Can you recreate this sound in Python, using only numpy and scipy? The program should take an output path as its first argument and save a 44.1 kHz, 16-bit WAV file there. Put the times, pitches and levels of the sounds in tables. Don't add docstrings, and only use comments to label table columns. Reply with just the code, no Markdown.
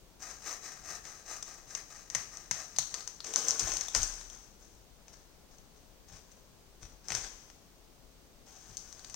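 import sys
import numpy as np
from scipy import signal
from scipy.fft import rfft, irfft, next_fast_len
from scipy.io import wavfile
from scipy.ndimage import uniform_filter1d

SR = 44100
rng = np.random.default_rng(int(sys.argv[2]) if len(sys.argv) > 2 else 0)


def bounce(signal):
    frames = np.transpose(np.atleast_2d(signal))
    limited = np.clip(frames, -1, 1)
    pcm = np.round(limited * 32767).astype(np.int16)
    wavfile.write(sys.argv[1], SR, pcm)


N = 403515
T = np.arange(N) / SR

# frequency in Hz, level in dB.
AIR_SPECTRUM = [(20, -33), (45, -36.5), (90, -47), (200, -48), (300, -50.5), (500, -51.5), (1000, -58.5),
                (2000, -70.5), (4000, -89), (6200, -76.5), (16000, -56.5)]

# start in seconds, return level in dB, cut level in dB.
SAW_CYCLES = [(0.192, -52.5, -45.5), (0.613, -51, -46.5), (1.025, -54.5, -48), (1.442, -56, -52),
              (1.877, -57.5, -53), (2.297, -59, -50), (2.67, -79, -52)]
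# frequency in Hz, gain in dB.
SAW_SPECTRUM = [(100, -32.5), (330, -6.5), (550, -6), (760, 1), (960, -8), (1270, -2), (1500, -6),
                (1850, -3), (3150, -17), (3900, -13.5), (4600, -10.5), (6200, -8.5), (8500, -7.5),
                (16000, -11.5)]
# frequency in Hz, width in Hz, gain in dB.
STEM_RESONANCES = [(453, 64, -15), (720, 27, -25), (1230, 60, -4.5), (1600, 69, -3.5), (1810, 25, -28),
                   (2420, 170, -14.5), (3980, 33, -0.5)]
RETURN_RISE_S, RETURN_FALL_S = 0.045, 0.17
CUT_AFTER_S, CUT_RISE_S, CUT_FALL_S = 0.21, 0.097, 0.086
RUB_DB, RUB_FADE_DB_PER_S, RUB_LEAST_DB = -57.5, 5.5, -64.5
ONSET_S, RELEASE_DB_PER_S = 0.0064, 188

# start in seconds, burst level in dB, woody body in dB,
# splinter pitch in Hz, splinter level in dB; body and splinter are relative to the burst.
WOOD_SNAPS = [(1.0519, -34.5, -13.5, 1600, -4), (1.4254, -26, -24.5, 3830, -4),
              (1.75, -24.5, -19.5, 1780, 4), (2.1004, -29.5, -21, 1820, 1), (2.149, -15.5, -19, 1890, 3),
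              (2.3708, -32.5, -31, 1680, -10), (2.511, -15.5, -19, 1600, -4), (2.7618, -29, -20, 4800, 7),
              (2.7853, -11, -23.5, 4410, 1.5), (2.9412, -21.5, -20.5, 4770, -0.5),
              (3.0056, -33.5, -19, 4670, 6), (3.075, -25.5, -22, 4140, -26),
              (3.2037, -35.5, -16.5, 4320, 13.5), (3.2435, -29, -20, 4890, -18),
              (3.337, -20, -21, 4070, -7), (3.3593, -14, -28, 4630, -20), (3.484, -16.5, -31, 4500, -15),
              (3.5073, -17, -40, 4790, -20), (3.5945, -15, -30, 4830, -20),
              (3.7187, -24.5, -16.5, 4890, -9), (3.7687, -20, -23, 4600, -11), (3.8094, -22, -20, 4500, -4),
              (3.8832, -25, -22, 3600, 6.5), (3.9491, -13, -17.5, 5100, -2), (3.9618, -26, -18, 4450, -4),
              (4.0177, -25.5, -29, 4500, 9), (4.0303, -17.5, -33, 2720, -1), (4.211, -37, -14, 4000, 5),
              (4.2993, -36, -23, 3390, 4), (5.0809, -44, -16, 1640, -6), (5.1382, -45, -19, 1730, -7),
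              (5.5832, -46, -21, 4400, -1), (6.3165, -46.5, -26, 4720, -6), (7.0838, -28.5, -25, 1910, -8),
              (7.1035, -27.5, -13, 1450, -3), (7.1192, -22.5, -14.5, 1850, -2),
              (7.1495, -17.5, -23.5, 2190, -9), (7.5004, -47.5, -12, 4800, -6),
              (8.7695, -24.5, -45, 4970, -9), (8.926, -35.5, -25, 4870, -14), (8.9936, -41.5, -19, 4670, 6),
              (9.0457, -34, -21, 4700, 4.5), (9.0979, -32.5, -24, 4800, -9),
              (9.1424, -29, -22.5, 4400, -12)]
# frequency in Hz, gain in dB.
SNAP_EDGE_SPECTRUM = [(500, -40), (2000, -17), (3200, -10), (4500, -2.5), (6200, 3.5), (9000, 0),
                      (16000, -7)]
# frequency in Hz, gain in dB.
SNAP_BODY_SPECTRUM = [(50, -25), (150, -2.5), (300, -19.5), (700, -3), (1800, -3), (2800, -5.5),
                      (5000, -18.5), (16000, -80)]
TEAR_S = 0.0023

# start in seconds, level in dB, hardness in dB per octave of mode pitch about 50 Hz.
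GROUND_BLOWS = [(2.15, -67.5, 18), (2.515, -67.5, 16.5), (2.787, -66.5, 15.5), (3.626, -46.5, 6),
                (3.961, -45, -1.5), (3.997, -45.5, 0.5), (6.12, -57.5, 8), (6.825, -53.5, 4),
                (7.108, -56.5, 12), (7.153, -58.5, 11), (7.221, -60, -3), (8.69, -58, 8)]
# frequency in Hz, level in dB at zero hardness, 60 dB decay time in seconds.
GROUND_MODES = [(34.9, 5, 0.84), (43.5, 4.5, 0.52), (80, 5, 0.14), (110, -2, 0.2), (166.7, -9.5, 0.13)]

# frequency in Hz, level in dB, 60 dB decay time in seconds.
STEM_MODES = [(324, -6, 0.076), (382, 6, 0.13), (452, 14, 0.065), (530, -9, 0.056)]
GIVES_S, HINGE_ENDS_S, HINGE_DB = 3.24, 3.72, -57.5

# moment of full level in seconds, level in dB.
BOUGH_STRIKES = [(3.27, -43.5), (3.38, -37.5), (3.49, -39), (3.61, -40.5), (3.68, -39.5), (3.75, -44),
                 (3.96, -36), (4.33, -56.5), (4.62, -65)]
# frequency in Hz, gain in dB.
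TWIG_SPECTRUM = [(60, -5), (250, 5.5), (380, 7), (900, 4.5), (1600, 2.5), (3000, -1), (4500, -1.5),
                 (6300, 3), (9000, 2.5), (16000, -0.5)]
CRASH_ATTACK_S, CRASH_DECAY_DB_PER_S = 0.034, 98

# moment of full level in seconds, level in dB.
CRUST_BREAKS = [(5.08, -67.5), (5.14, -61.5), (5.52, -66), (5.77, -68.5), (6.09, -60), (6.135, -59),
                (6.32, -69), (6.825, -56.5), (7.055, -60), (7.1, -46.5), (7.118, -41.5), (7.142, -41),
                (7.213, -46)]
# frequency in Hz, gain in dB.
CRUST_SPECTRUM = [(60, -7), (120, -10), (280, -0.5), (380, 8), (1000, 4), (1900, 3), (2900, 0),
                  (6000, -0.5), (9000, 0.5), (16000, -7)]
# frequency in Hz, gain in dB.
BRUSH_SPECTRUM = [(100, -5), (700, 12.5), (2000, 6.5), (4500, 4), (9000, 7), (16000, 5)]
CRUNCH_ATTACK_S, CRUNCH_DECAY_DB_PER_S = 0.022, 186
WADING_S, WADING_DB = 8.458, -61.5

# frequency in Hz, level in dB.
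HISS_SPECTRUM = [(100, -52.5), (2000, -62), (5000, -60), (7000, -65), (9000, -66.5), (16000, -78.5)]
# frequency in Hz, gain in dB.
LEFT_PORT_RESPONSE = [(2500, 4.5), (4400, 7), (5400, 15.5), (5850, 17.5), (6300, 20.5), (6900, 10.5),
                      (8000, 1.5), (9000, -7), (10200, -18), (16000, -24.5)]
# frequency in Hz, gain in dB.
RIGHT_PORT_RESPONSE = [(2500, -2.5), (5000, -2.5), (7000, 3.5), (8400, 3), (9300, 1.5), (10300, -16),
                       (16000, -49.5)]
# frequency in Hz, gain in dB.
CENTRE_TREBLE_RESPONSE = [(6000, -62), (9500, -34), (11000, -21), (13000, -10), (15700, -8.5)]
TOP_HZ = 16100


def undb(db):
    return 10 ** (np.asarray(db) / 20)


def colour(x, points):
    size = next_fast_len(N + SR // 2, real=True) // 2 * 2
    hz, db = np.transpose(points)
    bins_hz = np.arange(size // 2 + 1) * SR / size
    gain = undb(np.interp(np.log(bins_hz + 1), np.log(hz), db))
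    cepstrum = irfft(np.log(gain))
    cepstrum[1:size // 2] *= 2
    cepstrum[size // 2 + 1:] = 0
    response = np.exp(rfft(cepstrum))
    return irfft(rfft(x, size) * response)[..., :N]


def resonate(x, hz, width_hz):
    b, a = signal.iirpeak(hz, hz / width_hz, SR)
    return signal.lfilter(b, a, x)


def ring(modes):
    t = T[:SR]
    out = np.zeros(SR)
    for hz, db, t60 in modes:
        out += undb(db) * np.sin(2 * np.pi * hz * t) * np.exp(-np.log(1000) * t / t60)
    return out


def add(out, s, sound):
    i = int(s * SR)
    out[i:i + len(sound)] += sound[:max(N - i, 0)]


def grains(rate, spread_db):
    chance = rng.uniform(-1, 1, N) * SR / rate
    hits = np.flatnonzero(abs(chance) < 1)
    rarity = np.minimum(-np.log(abs(chance[hits])), np.pi)
    x = np.zeros(N)
    x[hits] = np.sign(chance[hits]) * undb(spread_db * rarity)
    return x / np.std(x)


def flicker(rate, depth_db):
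    hold = max(int(SR / rate), 2)
    steps = rng.standard_normal(N)[np.arange(N) // hold]
    return undb(depth_db * uniform_filter1d(steps, hold))


def flurries(rate, depth_db):
    out = np.zeros(N)
    for hz in np.geomspace(700, 8000, num=9):
        bits = grains(rate, spread_db=0.5) * flicker(rate=90, depth_db=depth_db)
        out += resonate(bits, hz, width_hz=hz / 4)
    return out


def held(start_s, end_s):
    onset = np.clip((T - start_s) / ONSET_S, 0, 1)
    return onset * undb(-RELEASE_DB_PER_S * np.maximum(T - end_s, 0))


def bursts(rows, attack_s, decay_db_per_s):
    t = T[:SR]
    shape = np.minimum(t / attack_s, 1) * undb(-decay_db_per_s * np.maximum(t - attack_s, 0))
    power = np.zeros(N)
    for s, db in rows:
        add(power, s - attack_s, (undb(db) * shape) ** 2)
    return np.sqrt(power)


def swing(start_s, rise_s, fall_s):
    peak_s = start_s + rise_s
    phase = np.interp(T, [start_s, peak_s, peak_s + fall_s], [0, 0.5, 1])
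    return np.sin(np.pi * phase).clip(0)


def air():
    rush = rng.standard_normal(N) + 0.77 * rng.standard_normal((2, N))
    return undb(-2.5) * colour(rush, AIR_SPECTRUM)


def saw():
    first_s = SAW_CYCLES[0][0]
    rub_db = np.maximum(RUB_DB - RUB_FADE_DB_PER_S * (T - first_s), RUB_LEAST_DB)
    force = held(first_s, GIVES_S) * undb(rub_db)
    speed = np.zeros(N)
    for s, return_db, cut_db in SAW_CYCLES:
        back = swing(s, RETURN_RISE_S, RETURN_FALL_S)
        cut = swing(s + CUT_AFTER_S, CUT_RISE_S, CUT_FALL_S)
        speed += back + cut
        force = np.hypot(force, undb(return_db) * back + undb(cut_db) * cut)
    fractures = grains(rate=1800 * (0.31 + speed), spread_db=-1.5)
    teeth = force * fractures * flicker(rate=120, depth_db=2.5)
    stem = sum(undb(db) * resonate(teeth, hz, width) for hz, width, db in STEM_RESONANCES)
    return undb(4.5) * colour(teeth, SAW_SPECTRUM) + undb(2.5) * stem


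def forest(x, near_db, near_t60, far_db, far_t60):
    out = []
    for side in range(2):
        near = grains(rate=3000, spread_db=-0.5) * np.exp(-np.log(1000) * T / near_t60)
        far = rng.standard_normal(N) * np.exp(-np.log(1000) * T / far_t60)
        far *= 1 - np.exp(-T / 0.041)
        echoes = undb(near_db) * near / np.linalg.norm(near) + undb(far_db) * far / np.linalg.norm(far)
        echoes = colour(echoes, [(100, -7.0), (500, -4), (1500, 0.5), (6500, -1.5), (15000, -1.5)])
        out.append(signal.fftconvolve(x, echoes)[:N])
    return np.array(out)


def snaps():
    edge, body, rings = np.zeros((3, 2, N))
    t = T[:SR // 20]
    fibres, stragglers = grains(rate=9000, spread_db=4.0), grains(rate=520, spread_db=4.5)
    breaks = SR // 1500
    click = signal.unit_impulse(len(t), breaks)
    age = t / TEAR_S
    for k, (s, db, body_db, hz, ring_db) in enumerate(WOOD_SNAPS):
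        own = slice(k * len(t), (k + 1) * len(t))
        tear = 0.17 * fibres[own] * np.exp(-age) + 0.098 * stragglers[own] * np.exp(-age / 2.1)
        tear *= np.minimum(t / t[breaks], 1)
        for path, burst in enumerate([click + tear, click]):
            burst = burst * undb(db) / np.linalg.norm(burst)
            add(edge[path], s, burst)
            add(body[path], s, burst * undb(body_db))
            add(rings[path], s, resonate(burst, hz, width_hz=hz / 8) * undb(ring_db))
    edge = undb(9.5) * colour(edge, SNAP_EDGE_SPECTRUM)
    body = undb(34.5) * colour(body, SNAP_BODY_SPECTRUM)
    return edge + body + undb(14) * rings


def thuds():
    out = np.zeros(N)
    cushion = 1 - np.exp(-T[:SR] / 0.0043)
    for s, db, hard_db in GROUND_BLOWS:
        modes = [(hz, mode_db + hard_db * np.log2(hz / 50), t60) for hz, mode_db, t60 in GROUND_MODES]
        add(out, s, undb(db) * ring(modes) * cushion)
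    return out


def creak():
    x = signal.fftconvolve(grains(rate=150, spread_db=-2), ring(STEM_MODES))[:N]
    return x / np.std(x) * undb(HINGE_DB) * held(GIVES_S, HINGE_ENDS_S)


def crash():
    crackle = grains(rate=1200, spread_db=3.0) * flicker(rate=45, depth_db=2.5)
    twigs = flurries(rate=170, depth_db=5.5)
    strikes = bursts(BOUGH_STRIKES, CRASH_ATTACK_S, CRASH_DECAY_DB_PER_S)
    return colour((undb(-7) * crackle + undb(-8.0) * twigs) * strikes, TWIG_SPECTRUM)


def crunches():
    crust = grains(rate=3500, spread_db=4.5) * flicker(rate=130, depth_db=5.5)
    crust += undb(-5.5) * flurries(rate=360, depth_db=1)
    crust *= bursts(CRUST_BREAKS, CRUNCH_ATTACK_S, CRUNCH_DECAY_DB_PER_S)
    brush = grains(rate=2500, spread_db=4.0) + undb(-6) * flurries(rate=210, depth_db=6)
    brush *= undb(WADING_DB) * held(WADING_S, T[-1])
    return undb(-3.0) * colour(crust, CRUST_SPECTRUM) + undb(-8.5) * colour(brush, BRUSH_SPECTRUM)


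def scene():
    stump = saw() + creak()
    landing = crash() + crunches()
    snaps_ahead, snaps_around = snaps()
    echoes = forest(stump + snaps_around, near_db=-3.0, near_t60=0.36, far_db=-12, far_t60=1.0)
    echoes += forest(landing, near_db=-1.5, near_t60=0.23, far_db=-7, far_t60=0.91)
    return stump + landing + snaps_ahead + echoes + thuds() + air()


def record(dry):
    sound = np.array([colour(dry[0], LEFT_PORT_RESPONSE), colour(dry[1], RIGHT_PORT_RESPONSE)])
    sound += colour(dry[0], CENTRE_TREBLE_RESPONSE)
    sound += colour(rng.standard_normal((2, N)), HISS_SPECTRUM)
    bass_cut = signal.butter(2, 27, "highpass", fs=SR, output="sos")
    sound = signal.sosfilt(bass_cut, sound)
    sound = 0.65 * np.tanh(sound / 0.65)
    top_cut = signal.ellip(10, 0.2, 70, TOP_HZ, fs=SR, output="sos")
    return signal.sosfilt(top_cut, sound)


dry = scene()
out = record(dry)
bounce(out)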